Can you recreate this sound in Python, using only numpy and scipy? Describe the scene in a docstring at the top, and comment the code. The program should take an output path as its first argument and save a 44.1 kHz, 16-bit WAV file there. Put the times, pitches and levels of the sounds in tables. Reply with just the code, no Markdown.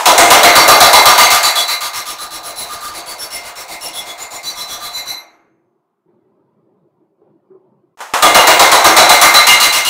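"""Cam hammer in a workshop

Indoors, one overloading microphone, the same signal on both channels: a cam-driven sledge hammer beats hot
steel on a piece of rail, eight blows a second, pauses over a low shop rumble and starts again. The blows are
noise bands with room tails (the wooden stand booms), ringing rail modes and short rings of blade and tongs.
A noise suppressor turns the din down once it has lasted about a second."""
import sys
import numpy as np
from scipy import signal
from scipy.fft import rfft, irfft
from scipy.io import wavfile
from scipy.ndimage import uniform_filter1d, minimum_filter1d

SR = 44100
rng = np.random.default_rng(int(sys.argv[2]) if len(sys.argv) > 2 else 0)


def int16_out(signal):
    """Quantize to a 16-bit WAV file."""
    q = np.round(np.clip(np.atleast_2d(signal).T, -1, 1) * 32767)
    wavfile.write(sys.argv[1], SR, q.astype(np.int16))


N = 436149


def gain_of(db):
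    """Amplitude factor of a level in dB."""
    return 10 ** (np.asarray(db) / 20)


def evened(x):
    """Scales x to an RMS of one."""
    return x / np.sqrt(np.mean(x ** 2) + 1e-20)


def read(points, hz):
    """Reads a table of (f/Hz, value) on a logarithmic frequency scale."""
    f, value = np.transpose(points)
    return np.interp(np.log(hz + 1), np.log(f + 1), value)


def coloured(x, points):
    """Filters x by a spectrum in dB."""
    return irfft(rfft(x) * gain_of(read(points, np.fft.rfftfreq(N, 1 / SR))), N)


def clicks(s, size):
    """Single-sample impulses at the times s (in seconds)."""
    out = np.zeros(N)
    out[np.round(np.asarray(s) * SR).astype(int)] = size
    return out


def fade(x, t60):
    """Each click starts an exponential decay, down to a thousandth after t60 seconds."""
    return signal.lfilter([1], [1, -1000 ** (-1 / (t60 * SR))], x)


def smoothed_twice(x, first, second):
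    """Two moving averages in a row, with lengths in samples."""
    return uniform_filter1d(uniform_filter1d(x, first), second)


# low rumble of the quiet shop: [t/s, level/dB]
RUMBLE_LEVEL = [(5.1, -58.5), (5.5, -56), (5.9, -70.5), (6.02, -71.5), (6.08, -56.5), (6.5, -56),
                (7.05, -58), (7.15, -63), (7.25, -52.5), (7.45, -59), (7.6, -56), (7.85, -57.5),
                (7.95, -60), (7.962, -85)]
# its average spectrum: [f/Hz, relative level per Hz/dB]
RUMBLE_SPECTRUM = [(74, -35.5), (125, -9), (155, -3), (184, -12), (221, -7.5), (288, -21.5), (357, 2),
                   (457, -18), (567, -11), (693, -23), (944, -17.5), (1720, -40), (5000, -55),
                   (6500, -81.5), (11000, -120)]
# soft thuds of feet and tongs in the pause: [t/s, level before smoothing/dB, f/Hz, t60/s]
THUDS = [(6.058, -46.5, 164, 0.16), (6.743, -50.5, 428, 0.14), (7.009, -48, 331, 0.16),
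         (7.212, -43, 431, 0.17), (7.264, -50, 522, 0.12), (7.299, -45.5, 336, 0.15),
         (7.503, -34, 374, 0.28), (7.551, -38, 369, 0.15), (7.717, -47, 210, 0.18)]
# noisy part of a thud: [f/Hz, relative level per Hz/dB]
SCUFF_SPECTRUM = [(68, -56), (115, -46), (382, 10), (625, -30), (809, -8), (867, -17), (1020, -10),
                  (3000, -59), (3900, -89), (6600, -120)]


def shop():
    """Patchy rumble, noise shaped in time and frequency, with thuds of decaying sine and scuffing noise."""
    z = rng.standard_normal((N // 256 + 5, 513, 3)).T
    patches = evened(uniform_filter1d(uniform_filter1d(z[2], 3, 0), 9, 1))
    hz = np.fft.rfftfreq(1024, 1 / SR)[:, None]
    shape = gain_of(read(RUMBLE_SPECTRUM, hz) + 3.6 * patches)
    rumble = signal.istft((z[0] + 1j * z[1]) * shape, nperseg=1024, noverlap=768)[1][:N]
    # the microphone drops deep bass
    rumble = signal.sosfilt(signal.butter(4, 120, "high", fs=SR, output="sos"), rumble)
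    t = np.arange(N) / SR
    out = evened(rumble) * gain_of(np.interp(t, *np.transpose(RUMBLE_LEVEL)))
    scuff = evened(coloured(rng.standard_normal(N), SCUFF_SPECTRUM))
    for s, db, thud_hz, t60 in THUDS:
        decay = fade(clicks([s + 0.0019], gain_of(db)), t60)
        swell = smoothed_twice(decay, 500, 300)  # softens the attack
        out += swell * (0.67 * np.sin(2 * np.pi * thud_hz * t) + 0.43 * scuff)
    return out


# dull knocks: one ringing at the opening, the others just before the second run of blows:
# [t/s, level/dB, t60/s]
KNOCKS = [(0.0, -15, 0.51), (7.973, -44, 3.0), (7.989, -43, 2.6), (8.005, -25.5, 0.31), (8.137, -9.5, 0.52)]
# colour of a knock: [f/Hz, relative level per Hz/dB]
KNOCK_SPECTRUM = [(88, -76), (150, -30.5), (695, -1), (877, 5.5), (1340, -2.5), (4560, -16.5),
                  (6470, -14.5), (14300, -26.5), (15500, -28.5)]


def knocks():
    """Dull knocks of steel on wood: decaying coloured noise, each knock cut off after 0.6 s."""
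    level = np.zeros(N)
    for s, db, t60 in KNOCKS:
        before_end = np.arange(N) < (s + .6) * SR
        level += fade(clicks([s], gain_of(db)), t60) * before_end
    return level * evened(coloured(rng.standard_normal(N), KNOCK_SPECTRUM))


BLADE_DB, BLADE_T60 = -7.5, .22  # level in dB, t60 in s


def blade(s, db, count=44):
    """Short sine rings of blade and tongs, at pitches drawn at random for each blow."""
    place, size, turn = rng.random((len(s), count, 3)).T
    hz = 700 * 21 ** (place ** .6)  # 700 to 14700 Hz
    t = np.arange(7000) / SR
    gain = gain_of(db + BLADE_DB + read(CRASH_SPECTRUM, hz) + 9.9 * size)
    shape = gain_of(-60 * t / BLADE_T60) * (1 - np.exp(-t / 0.038))
    out = np.zeros(N + len(t))
    for k, start in enumerate(np.round(s * SR).astype(int)):
        rings = np.sin(2 * np.pi * (hz[:, k, None] * t + turn[:, k, None]))
        out[start:start + len(t)] += shape * (gain[:, k] @ rings)
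    return out[:N]


# clatter of a blow: [f/Hz, relative level per Hz/dB]
CRASH_SPECTRUM = [(88, -64.5), (150, -28.5), (209, -24.5), (509, -4.5), (708, 2), (1830, -9.5),
                  (2140, -8.5), (3100, -15), (4060, -7), (4930, -15), (6860, -13), (14100, -20.5),
                  (15500, -17)]
# how long the room holds each pitch: [f/Hz, t60/s]
ROOM_T60 = [(250, 0.53), (700, 0.65), (1700, 0.88), (4600, 0.5), (12000, 0.42)]
CRASH_DB, COLOUR_DB = -2, 1.73  # level of the clatter; chance spread of its bands (both dB)


def crash(s, db):
    """Dense clatter and its room tail: half-octave noise bands, each dying at its own speed, powers adding."""
    noise = rfft(evened(coloured(rng.standard_normal(N), CRASH_SPECTRUM)))
    half_octave = 2 * np.log2(np.fft.rfftfreq(N, 1 / SR) + 1)
    colour_db = COLOUR_DB * rng.standard_normal((len(s), 30))  # no two blows sound alike
    out = np.zeros(N)
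    for k in range(13, 29):
        hz = 2 ** (k / 2)
        band = irfft(noise * np.clip(1 - abs(half_octave - k), 0, 1), N)
        blow_power = gain_of(2 * (db + colour_db[:, k]))
        power = fade(clicks(s, blow_power), read(ROOM_T60, hz) / 2)  # half the t60, as power is squared level
        rise = round(np.clip(14.0 * SR / hz, 60, 2000))  # samples; bass swells more slowly than treble
        power = uniform_filter1d(power, rise, origin=(rise - 1) // 2)
        out += band * np.sqrt(abs(power))
    return gain_of(CRASH_DB) * out


# spells of blows in which a rail mode rings out strongly:
# [first blow t/s, last blow t/s, mode f/Hz, lift over its muted level/dB]
SINGS = [(0.18, 1.68, 2103, 3), (0.18, 1.43, 3402, 3), (0.43, 1.18, 4012, 9), (0.43, 1.68, 11610, 8),
         (0.55, 1.81, 4518, 13), (0.68, 1.81, 10175, 8), (0.93, 1.55, 1203, 5), (1.43, 1.43, 7010, 19),
         (1.43, 1.68, 4012, 14), (1.68, 2.18, 1203, 9), (1.93, 2.69, 5430, 11), (2.05, 2.31, 10175, 13),
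         (2.43, 3.31, 10175, 18), (2.18, 2.93, 4012, 10), (2.43, 2.43, 1203, 12), (2.68, 2.81, 1203, 15),
         (2.68, 3.31, 4518, 13), (3.18, 3.31, 5430, 16), (3.3, 3.43, 2840, 13), (3.68, 5.06, 2103, 5),
         (3.8, 3.93, 10175, 19), (3.8, 3.93, 2840, 14), (3.8, 3.93, 5430, 15), (3.93, 4.05, 3402, 15),
         (4.18, 4.43, 7010, 21), (4.43, 4.43, 4518, 17), (4.43, 5.06, 4012, 20), (4.43, 4.68, 5853, 15),
         (4.56, 4.68, 5430, 16), (4.56, 4.8, 3402, 16), (4.56, 5.06, 11610, 15), (4.56, 4.8, 1203, 10),
         (4.93, 4.93, 7010, 23), (4.93, 5.06, 5853, 17), (8.22, 8.22, 1203, 13), (8.35, 8.47, 2840, 13),
         (8.35, 8.6, 2103, 6), (8.84, 9.72, 1203, 7), (8.96, 9.22, 4012, 11), (9.34, 9.6, 4012, 15),
         (9.72, 9.85, 4012, 9), (9.09, 9.85, 2103, 8), (9.47, 9.85, 2840, 16)]
SPREAD_DB = 4  # chance spread of the modes
MUTED_DB, SING_SPREAD = -5, .45  # modes that can sing, when they do not; share of spread left while singing


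def singing(s, chance):
    """Size in dB of each blow's kick to each mode: chance, and a lift while the mode sings out."""
    kick_db = SPREAD_DB * chance
    modes = [np.argmin(abs(np.array(RAIL_HZ) - hz)) for _, _, hz, _ in SINGS]
    kick_db[:, modes] += MUTED_DB
    for (first, last, _, lift_db), k in zip(SINGS, modes):
        on = (s > first - .05) & (s < last + .05)
        kick_db[on, k] = MUTED_DB + lift_db + SING_SPREAD * SPREAD_DB * chance[on, k]
    return kick_db


# pitches of the rail's modes: [f/Hz]
RAIL_HZ = [1203, 2103, 2840, 4012, 4518, 5430, 7010, 10175, 328, 700, 727, 985, 3402, 5586, 5715, 5853,
           6355, 6640, 8095, 9985, 11610, 13600]
# the same modes in the same order: [relative level/dB, t60/s]
RAIL_MODES = [(1.5, 0.3), (-4, 0.62), (-11, 0.41), (-8, 0.36), (-12, .35), (-10, 0.3), (-16, .25),
              (-12, 0.18), (-17, 0.59), (-10, 0.75), (-1, 0.051), (-4, .3), (-6, 0.26), (-19, 0.42),
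              (-20, .2), (-12, 0.39), (-20.5, 0.71), (-22, 0.23), (-17.5, 0.37), (-18, .3), (-18.5, .4),
              (-24, 0.24)]
RAIL_DB = -6
BUILD = 0.0014  # share per sample by which a ring builds up


def rail(s, db):
    """Every blow kicks every mode with its own size and sets its phase anew; reflections make the ring waver."""
    chance = rng.standard_normal((len(s), len(RAIL_MODES)))
    turn = rng.random((len(s), len(RAIL_MODES)))
    kick_db = singing(s, chance)
    t = np.arange(N) / SR
    latest = np.searchsorted(s, t) - 1  # the last blow before each moment
    a, b = (evened(smoothed_twice(v, 450, 450)) for v in rng.standard_normal((2, N)))
    c, d = (evened(smoothed_twice(v, 70, 70)) for v in rng.standard_normal((2, N)))
    # the quick part: a rough, noisy skirt around each mode
    waver = 1 + 0.55 * (a + 1j * b) + 0.4 * (c + 1j * d)
    out = np.zeros(N)
    for k, (hz, (mode_db, t60)) in enumerate(zip(RAIL_HZ, RAIL_MODES)):
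        size = gain_of(db + mode_db + kick_db[:, k])
        level = np.sqrt(fade(clicks(s, size ** 2), t60 / 2))
        ring = level * np.exp(2j * np.pi * turn[latest, k])
        ring = signal.lfilter([BUILD], [1, BUILD - 1], ring)  # the room fills with the tone gradually
        mode_waver = np.roll(waver, k * N // len(RAIL_MODES))
        out += (ring * np.exp(2j * np.pi * hz * t) * mode_waver).real
    return gain_of(RAIL_DB) * out


# blows of the hammer: [t/s, strength/dB]
BLOWS = [(0.056, -0.7), (0.178, 1.2), (0.3028, 3.2), (0.4307, 1), (0.5531, 1.3), (0.6783, 2.3), (0.8034, 2),
         (0.93, 1.5), (1.0543, 2), (1.1786, 4.5), (1.3033, 3), (1.4295, 1.5), (1.5543, 1.8), (1.6785, 1),
         (1.8063, 2.5), (1.9322, 6.4), (2.0554, 6), (2.1842, 5), (2.3057, 8.2), (2.431, 11), (2.558, 24.5),
         (2.6844, 10), (2.8068, 17.5), (2.9336, 5), (3.0595, 8), (3.1813, 8), (3.304, 12), (3.4318, 1.5),
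         (3.5546, 4.5), (3.6803, 6.5), (3.8083, 11.0), (3.931, 11), (4.0542, 2), (4.1776, 4.5), (4.3053, 4),
         (4.43, 12.0), (4.556, 11.0), (4.6778, 11), (4.803, 11), (4.928, 6), (5.0562, 5), (8.223, -1.6),
         (8.3456, 1.5), (8.47, -0.8), (8.5936, 0.5), (8.715, -0.7), (8.8426, 0.7), (8.965, 1.9),
         (9.0918, 0), (9.213, 2), (9.3395, 1.6), (9.4679, 7), (9.6005, 8.5), (9.7247, 7), (9.849, 20.5)]


def scene():
    """Hammer and shop added up, the same on both channels."""
    s, db = np.transpose(BLOWS)
    hammer = crash(s, db) + rail(s, db) + blade(s, db) + knocks()
    return np.array([hammer, hammer]) + shop()


# suppressor at full depth: [f/Hz, level removed/dB]
CUT = [(60, 12), (300, 17.5), (800, 32), (2000, 23), (5000, 18.5), (12000, 14.5)]
# din before the cut begins: [f/Hz, t/s]
CUT_DELAY = [(100, 0.72), (400, 0.85), (1000, 1.103), (4000, 1.36), (12000, 1.41)]
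# ducking after each jump in treble: [t since the jump/s, extra level removed/dB, before the share below]
DUCK = [(0.0, 10), (.02, 5.5), (.05, 2.5), (.07, 4), (.1, 8.5), (.125, 9), (.2, 15)]
# how much of that ducking each pitch gets: [f/Hz, share]
DUCK_SHARE = [(300, 1.1), (800, 0.0788), (2000, 0.74), (5000, 1.03), (12000, 1.69)]


def suppress(x, dry):
    """Lowers a lasting din by band; also shuts at each attack, opens, and shuts again on the tail."""
    hz, t, z = signal.stft(x, SR, nperseg=256, noverlap=192)
    power = abs(signal.stft(dry, SR, nperseg=256, noverlap=192)[2]) ** 2
    # the loudest frame of the last 0.7 s decides whether the din goes on
    loudest_db = -minimum_filter1d(-10 * np.log10(power.sum(0) + 1e-12), 501, origin=250)
    busy_s = t - np.maximum.accumulate(np.where(loudest_db > -20, -.05, t))  # how long the din has lasted
    depth = np.clip((busy_s - read(CUT_DELAY, hz)[:, None]) / 1.067, 0, 1) ** 1.187
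    treble_db = uniform_filter1d(10 * np.log10(power[40:85] + 1e-12).mean(0), size=5)
    jump = np.roll(treble_db, -3) - np.roll(treble_db, 3) > 3
    since_jump = t - np.maximum.accumulate(np.where(jump, t, 0))
    duck_db = np.interp(since_jump, *np.transpose(DUCK))
    bin_db = 10 * np.log10(uniform_filter1d(abs(z) ** 2, 25, 1) + 1e-14)
    near_db = uniform_filter1d(-minimum_filter1d(-bin_db, size=4, axis=0), size=2, axis=0)
    # a strong tone opens its whole band
    spared_db = 0.73 * np.clip(near_db - uniform_filter1d(near_db, size=15, axis=0), -8, 12)
    alert = np.clip((busy_s - 1.15) / 0.89, 0, 1)  # share of the ducking in force
    pump_db = alert * (read(DUCK_SHARE, hz)[:, None] * duck_db - spared_db)
    cut_db = depth * read(CUT, hz)[:, None] + pump_db
    # the quiet rumble is left alone
    over_rumble_db = bin_db + 57.5 - read(RUMBLE_SPECTRUM, hz)[:, None]
    cut_db = np.minimum(cut_db, np.maximum(over_rumble_db, 0))
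    return signal.istft(z * gain_of(-cut_db), SR, nperseg=256, noverlap=192)[1][:N]


KNEE, CEILING = 6, .95  # sharpness and height of the overload
HISS_DB, EDGE_HZ = -90, 15680  # hiss before the band limit; upper edge of that band


def record(dry):
    """One microphone overloads, the suppressor follows; a trace of hiss; then the band limit."""
    mid = dry.mean(0)
    overloaded = mid / (1 + abs(mid / CEILING) ** KNEE) ** (1 / KNEE)
    mid = suppress(overloaded, mid)
    mid = np.clip(mid, -CEILING, CEILING) + gain_of(HISS_DB) * rng.standard_normal(N)
    mid = signal.oaconvolve(mid, signal.firwin(511, EDGE_HZ, window=("kaiser", 9), fs=SR), "same")
    return np.array([mid, mid])


dry = scene()
out = record(dry)
int16_out(out)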